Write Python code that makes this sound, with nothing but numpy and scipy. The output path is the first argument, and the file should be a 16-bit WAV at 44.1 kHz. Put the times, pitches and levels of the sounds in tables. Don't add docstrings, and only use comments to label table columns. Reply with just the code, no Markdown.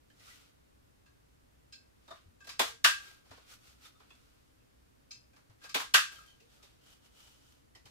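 import sys
import numpy as np
from scipy import signal
from scipy.fft import rfft, irfft, next_fast_len
from scipy.io import wavfile

SR = 44100
rng = np.random.default_rng(int(sys.argv[2]) if len(sys.argv) > 2 else 0)


def dump(signal):
    limited = np.clip(np.atleast_2d(signal).T, -1, 1)
    pcm = np.round(limited * 32767).astype(np.int16)
    wavfile.write(sys.argv[1], SR, pcm)


def boost(x):
    u = np.asarray(x, float) / 20
    return 10 ** u


N = 348390


def rms_one(x):
    return x / np.sqrt(np.mean(x ** 2) + 1e-20)


def at_hz(points, hz):
    points_hz, values = np.array(points).T
    return np.interp(np.log(hz), np.log(points_hz), values)


def fade(x, t60_s):
    r = 10 ** (-6 / (t60_s * SR))
    return signal.lfilter([1 - r], [1, -r], x + 1e-18)


def add(track, s, sound):
    at = round(s * SR)
    track[..., at:at + sound.shape[-1]] += sound[..., :N - at]


def coloured(spectrum):
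    size = next_fast_len(N)
    hz = np.maximum(np.arange(size // 2 + 1) * SR / size, 1)
    white = rfft(rng.standard_normal(size))
    return rms_one(irfft(white * boost(at_hz(spectrum, hz)), size)[:N])


def grit(shape, spread_db):
    size_db = spread_db * np.minimum(rng.exponential(1, shape), 5)
    return rms_one(boost(size_db) * rng.choice([-1, 1], shape))


def band_of(x, low_hz, high_hz):
    return signal.sosfilt(signal.butter(2, [low_hz, high_hz], "band", fs=SR, output="sos"), x)


def tone(hz, t60_s, swell_s, blur_hz, blur, smear_db):
    t = np.arange(round(t60_s * SR)) / SR
    detune, phase = rng.random((2, 2, 5, 1))
    beside = np.array([[0], [1], [1], [1], [1]])
    line_hz = hz + min(blur_hz, hz / 4) * (detune - .5) * beside
    lines = np.sin(2 * np.pi * (line_hz * t + phase))
    smear = blur * boost(smear_db * t / t60_s) * lines[:, 1:].sum(axis=1)
    return (lines[:, 0] + smear) * boost(-60 * t / t60_s) * (1 - np.exp(-t / swell_s))


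def contact_power(table, colour, hz, shear_s, lead_s, offset_db):
    out = np.zeros(N)
    t = np.arange(SR // 25) / SR
    burst = (t / shear_s) ** 4 * np.exp(-(t / shear_s) ** 2)
    burst /= burst.sum()
    lag_s = 0.0021 * np.log2(4000 / hz).clip(0, 4)
    for s, level_db, knock_db, crack_db, body_db in table:
        tilt = [(700, knock_db), (1000, body_db), (1600, body_db), (2100, 0.0024), (4400, 0.0069),
                (6000, crack_db)]
        band_db = level_db + offset_db + at_hz(tilt, hz) + at_hz(colour, hz)
        add(out, s - lead_s + lag_s, boost(2 * band_db) * burst)
    return out


def hum_and_hiss():
    # (frequency [Hz], level [dB])
    hum_mid = [(15, -14), (28, -6.5), (42, -8.5), (62, 4.5), (80, -5.5), (115, -3.5), (187, -13),
               (295, -9.5), (357, -18.5), (460, -17.5), (700, -24), (1440, -23.5), (2900, -27.5),
               (12100, -33.5), (16000, -38.5)]
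    hum_side = [(12, -32.5), (20, -7), (107, -5), (347, -6), (527, -9), (678, -11), (780, -13),
                (1330, -15.5), (1710, -19), (2750, -22), (3070, -23), (12400, -32), (16000, -37.5)]
    return np.array([boost(-68.5) * coloured(hum_mid), boost(-69) * coloured(hum_side)])


def small_parts():
    # (time [s], level of each mode [dB])
    edge = [
        [(1740, .11), (3070, .11)],
        [(.101, -64, -68)],
    ]
    slot = [
        [(1960, 0.21), (3120, 0.11), (5330, 0.14)],
        [ (.2, -64.5, -80, -76), (.3, -57.5, -75, -82), (6.16, -80, -56, -80), (7.749, -59.5, -61.5, -61), (7.854, -80.5, -62.5, -74)],
    ]
    strip = [
        [(1258, 0.15), (3600, 0.2)],
        [(.27, -57.5, -79), (3.5, -72, -77), (3.85, -64, -59.5), (3.95, -66.5, -72), (4.001, -67, -76), (6.186, -50.5, -80), (6.225, -60, -77.5), (6.601, -66, -80)],
    ]
    die = [
        [(2640, 0.18), (3420, 0.18)],
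        [(1.06, -73, -85), (4.103, -60, -61), (4.6, -75, -85), (6.401, -65.5, -80)],
    ]
    handle = [
        [(665, 0.22), (1175, .25), (3680, .2)],
        [ (2.078, -63.5, -63, -62), (2.106, -51, -51.5, -55), (2.47, -61, -73.5, -80), (2.53, -79, -62, -79), (2.595, -37, -34.5, -41), (5.693, -75, -58.5, -75), (5.801, -60, -52, -58.5), (6.628, -85.5, -82, -64)],
    ]
    lever = [
        [(2440, 0.18), (5030, 0.15)],
        [(2.492, -59, -56), (4.001, -71, -85), (5.331, -73, -87), (5.64, -59.5, -58.5), (5.695, -64, -59)],
    ]
    shell = [
        [(265, 0.22), (450, 0.35), (2450, 0.13), (3460, .22)],
        [(2.594, -55, -43, -31, -33), (5.745, -46, -47, -33.5, -48), (6.41, -81.5, -66, -80, -79.5), (2.85, -54, -80, -80, -80), (3.313, -59.5, -80, -80, -80), (5.945, -56, -80, -80, -80)],
    ]
    stop = [
        [(1545, .055), (2780, 0.048)],
        [(2.85, -17, -27), (5.945, -22, -18)],
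    ]
    cut_out = [
        [(3080, 0.26), (4260, 0.31), (6400, 0.24)],
        [(6.277, -62, -71.5, -72), (6.31, -66, -79, -78)],
    ]
    inaudible_db = -79
    out = np.zeros((2, N))
    for modes, hits in (edge, slot, strip, die, handle, lever, shell, stop, cut_out):
        for s, *levels_db in hits:
            for (hz, t60_s), level_db in zip(modes, levels_db):
                if level_db > inaudible_db:
                    note = tone(hz, t60_s, swell_s=0.0023, blur_hz=280.0, blur=.7, smear_db=-6.0)
                    add(out, s, boost(level_db - 3.5) * note)
    return out


def touches(hz):
    # (time [s], peak [dB], body [dB])
    edge_flicks = [(0.1017, -65, -28), (0.1979, -57.5, -15), (2.4056, -63, -13), (2.4466, -53, -8),
                   (2.4725, -44.5, -1), (4.1051, -60, 6), (5.3642, -59, 4), (5.6401, -47.5, 3),
                   (6.277, -59.5, -15), (6.4043, -59, -16), (6.6298, -53.5, -6.5), (7.7533, -54, -3),
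                   (7.857, -51.5, -2)]
    lever_ticks = [
        (1.0614, -67, 5),
        (1.728, -54, -16),
        (2.4932, -40, -3),
        (5.1104, -50.5, -25),
        (5.6945, -44.5, -11),
    ]
    finger_knocks = [
        (2.0807, -54.5, 4),
        (2.1086, -50.5, 10.5),
        (3.257, -65.5, 3),
        (3.3113, -51, 5.5),
        (3.3744, -57, 3.5),
        (4.001, -61, 8),
        (5.3338, -67, -3),
        (5.4994, -64.5, 6),
    ]
    # (frequency [Hz], level per Hz [dB])
    touch_colour = [(120, -17), (300, 3), (600, 8.5), (1200, -4.5), (3500, -7), (6000, -3.5), (15500, -19)]
    # contacts, knock dB, crack dB
    kinds = (lever_ticks, -41, -6), (edge_flicks, -10.5, -5), (finger_knocks, -3, -7.5)
    contacts = [(s, peak_db, knock_db, crack_db, body_db)
                for table, knock_db, crack_db in kinds for s, peak_db, body_db in table]
    return contact_power(contacts, touch_colour, hz, shear_s=0.0024, lead_s=0.005, offset_db=-16.5)


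def slide_power():
    # (peak time [s], rub [dB], rise from 20 dB below [s], brightness [dB])
    drags = [(0.297, -57, .15, -2.3), (.42, -65, .15, -8), (2.08, -71.5, 0.14, -7), (3.06, -55.5, 0.18, -9),
             (3.518, -54.5, 0.0646, -1.5), (3.68, -62, .11, -2.5), (3.856, -55, 0.0638, -5.5),
             (4.19, -71.5, 0.43, -5.5), (5.651, -55.5, 0.055, -9.5), (6.288, -70.5, -0.05, -15),
             (6.548, -65.5, .12, -4), (6.9, -63, .12, -1.5), (7.055, -66, 0.06, -1.5),
             (7.2, -62.5, 0.1, -1), (7.28, -64, 0.2, 0), (7.37, -64.5, -0.03, 3), (7.479, -69.5, 0.2, 1.7)]
    # (time [s], rub [dB], fall by 20 dB [s], brightness [dB])
    tugs = [
        (.205, -78, 0.08, -11),
        (2.158, -61.5, 0.13, -16),
        (3.256, -70, 2, -3),
        (3.318, -59.5, .25, -17),
        (4.01, -68.5, 0.2, -21),
        (6.12, -53, 0.24, -6),
        (6.404, -69.5, -0.3, 0),
        (6.63, -63.5, 0.27, -8),
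    ]
    tug_rise_s = .03
    power, bright = np.full(N, 1e-14), np.zeros(N)
    strokes = [(s, db, span_s, span_s, bright_db, 1.6) for s, db, span_s, bright_db in drags]
    strokes += [(s, db, tug_rise_s, fall_s, bright_db, 1) for s, db, fall_s, bright_db in tugs]
    for s, rub_db, rise_s, fall_s, bright_db, roundness in strokes:
        start_s = max(s - 2 * rise_s, 0)
        t = np.arange(round(2 * (rise_s + fall_s) * SR)) / SR + start_s - s
        stroke = boost(2 * (rub_db - 20 * np.maximum(-t / rise_s, t / fall_s) ** roundness))
        add(power, start_s, stroke)
        add(bright, start_s, stroke * bright_db)
    catches = grit(N, 2.8) ** 2 * (rng.random(N) < 300 / SR)
    return power * (0.67 + 0.23 * catches / catches.mean()), bright / power


def slide_near(hz, rub, bright_db):
    # (frequency [Hz], level per Hz [dB])
    slide_colour = [(180, -46), (300, -9), (744, -9.5), (985, -8.5), (1050, -12), (1260, 2.5), (1670, -9),
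                    (2070, -6), (2280, -3.5), (4800, -5), (15500, -18)]
    # (frequency [Hz], change [dB])
    covered_slot = [(950, 3.5), (1260, -2.5), (1700, 0), (2400, -4), (3000, 2.5), (3800, -0.6)]
    cut_out_lands_s = 6.3
    slide = rub * boost(2 * (at_hz(slide_colour, hz) - 35.5))
    if hz > 4000:
        share = at_hz([(4000, 0), (6000, 0.58), (12000, .45)], hz)
        slide *= boost(2 * share * (bright_db + 5.0))
    slide[round(cut_out_lands_s * SR):] *= boost(2 * at_hz(covered_slot, hz))
    return slide


def steel_ring():
    steel_hz = [1165, 1258, 1545, 1607, 1765, 2358, 2611, 2780, 2915, 3160, 3420, 3840, 4288, 4700, 5042,
                5540, 5975, 6200, 6850, 7540, 8685]
    # (t60 [s], level struck at hinge [dB], at spring [dB], at blade [dB], at pivot [dB])
    steel_modes = [(.3, -30, -24, -8, -8.5), (0.2, -15, -17, -10.5, -16.5), (.15, -20, -16, -1, -23.5),
                   (0.51, -7, -20, -8.5, 0.5), (.2, -27, -31, -7, -31), (.2, -9, -2, -16, -18),
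                   (0.39, -6, -4.5, -13, -7.5), (0.24, -18, -21.5, -6.5, -37), (0.15, -18, -24, -7, -36),
                   (0.18, -6, -7, -15.5, -19.5), (0.28, -7, -12, -9, -13), (0.24, -3, -1.5, -8.5, -14),
                   (.3, 3, 1, -15.5, -20), (.2, -6.5, -8, -22.5, -18), (0.33, 1, 4.5, -30, -11.5),
                   (0.28, -16, -10, -19, -19), (0.26, -21.5, -5, -20.5, -19),
                   (0.28, -4.5, -3.5, -22, -21.5), (.25, -4.5, -7, -24, -12.5), (0.27, -6, -6, -21.5, -16),
                   (0.18, -14, -15, -27, -25)]
    # (time [s], level [dB])
    struck = [
        [(1.06, -83), (1.724, -60.5)],
        [(2.494, -61), (5.108, -58), (5.694, -64)],
        [(2.594, -43), (2.846, -25.5), (5.744, -41), (5.942, -26.5)],
        [(1.06, -78), (2.404, -62.5), (2.472, -62), (5.335, -76), (6.19, -68), (5.615, -69.5), (5.645, -59)],
    ]
    inaudible_db = -91
    out = np.zeros((2, N))
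    for place, blows in enumerate(struck):
        for s, blow_db in blows:
            for hz, (t60_s, *strength_db) in zip(steel_hz, steel_modes):
                level_db = blow_db + strength_db[place]
                if level_db > inaudible_db:
                    note = tone(hz, t60_s, swell_s=0.0017, blur_hz=138.5, blur=.65, smear_db=-18.0)
                    add(out, s, boost(level_db + rng.normal(0, 1.5)) * note)
    return out


def table_thuds():
    # (time [s], peak [dB], boom [Hz])
    thuds = [
        (2.263, -59, 80.7),
        (2.287, -58.5, 93),
        (3.309, -59, 96),
        (5.499, -58, 108),
        (7.856, -62, 113),
    ]
    out = np.zeros(N)
    t = np.arange(SR // 4) / SR
    for s, level_db, boom_hz in thuds:
        add(out, s - .003, boost(level_db + 5.0 - 60 * t / 0.15) * np.sin(2 * np.pi * boom_hz * t))
    return out * [[1], [.25]]


def shears(hz):
    # (time [s], peak [dB], knock [dB], crack [dB], body [dB])
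    shear_events = [
        (2.594, -21, 4.5, 2.5, 2.5),
        (2.6775, -41.5, -2, 4.5, 1),
        (5.7448, -23, 2, 0, -0.5),
        (5.7982, -33, -5, 2, 4.5),
    ]
    # (frequency [Hz], level per Hz [dB])
    shear_colour = [(71, -51), (120, -19.5), (156, -23.5), (276, -11.5), (611, -7.5), (780, -3),
                    (1790, -6.5), (2490, -2.5), (2700, -6.5), (3440, -4), (4760, -9), (10500, -19),
                    (15500, -21.5)]
    return contact_power(shear_events, shear_colour, hz, shear_s=0.0025, lead_s=0.0034, offset_db=-16.0)


def snaps(hz):
    # (time [s], peak [dB], knock [dB], crack [dB], body [dB])
    snap_events = [
        (2.8468, -11.5, 0.4, 0.44, 0.5),
        (5.9436, -10.5, 0.75, 0.84, 0.37),
    ]
    # (frequency [Hz], level per Hz [dB])
    snap_colour = [(71, -67), (120, -34.5), (245, -40), (488, -25), (586, -31), (690, -20), (812, -26.5),
                   (1080, -14.5), (1350, -11), (1590, -3.5), (2110, -17.5), (2810, -10), (3050, -14),
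                   (3890, -13.5), (15500, -30.5)]
    return contact_power(snap_events, snap_colour, hz, shear_s=0.003, lead_s=0.007, offset_db=-10.5)


def cut_out_buzz(rub, fibres):
    from_s = 6.8
    resting = np.arange(N) > from_s * SR
    buzz = band_of(fibres, 2800, 3130)
    return boost(-10.5) * np.sqrt(fade(rub * resting, .06)) * rms_one(buzz)


def card_in_room(early_share, early_t60_s):
    # (frequency [Hz], t60 [s])
    room_t60 = [(200, 0.12), (500, 0.1), (1200, 0.24), (3000, .28), (7000, .3), (14000, 0.2)]
    # (frequency [Hz], side over mid [dB])
    room_width = [(300, -10.5), (550, -2), (1400, 1.9), (3000, 1.4), (7000, 0.2), (14000, -2)]
    # (frequency [Hz], share of mid that leans left [ratio])
    room_lean = [(250, -.4), (600, -.2), (2000, -.06), (5000, .1), (9000, .14)]
    out = 0
    rub, bright_db = slide_power()
    edges_hz = 120 * 2 ** np.arange(0, 7.2, 1 / 3)
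    fibres = grit((2, 2, N), 2.5)
    for k, (low_hz, high_hz) in enumerate(zip(edges_hz, edges_hz[1:])):
        hz, width_hz = np.sqrt(low_hz * high_hz), high_hz - low_hz
        blows = (shears(hz) + snaps(hz) + touches(hz)) * SR * width_hz / 1e4
        power = early_share * fade(blows, early_t60_s) + fade(blows, at_hz(room_t60, hz))
        power += fade(slide_near(hz, rub, bright_db) * width_hz, 0.046)
        noise = band_of(fibres[k % 2], low_hz, high_hz)
        mid, side = np.sqrt(power) * rms_one(noise)
        side = boost(at_hz(room_width, hz)) * side + at_hz(room_lean, hz) * mid
        out = out + np.array([mid, side])
    return out + cut_out_buzz(rub, fibres[1])


def scene():
    mid, side = (hum_and_hiss() + small_parts() + steel_ring() + table_thuds()
                 + card_in_room(early_share=0.078, early_t60_s=0.043))
    return np.array([mid + side, mid - side])


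def low_pass(x):
    return signal.sosfilt(signal.butter(12, 16640, fs=SR, output="sos"), x)


def record(dry):
    cut = signal.sosfilt(signal.cheby2(12, 60, 16500, fs=SR, output="sos"), dry)
    return low_pass(cut)


dry = scene()
out = record(dry)
dump(out)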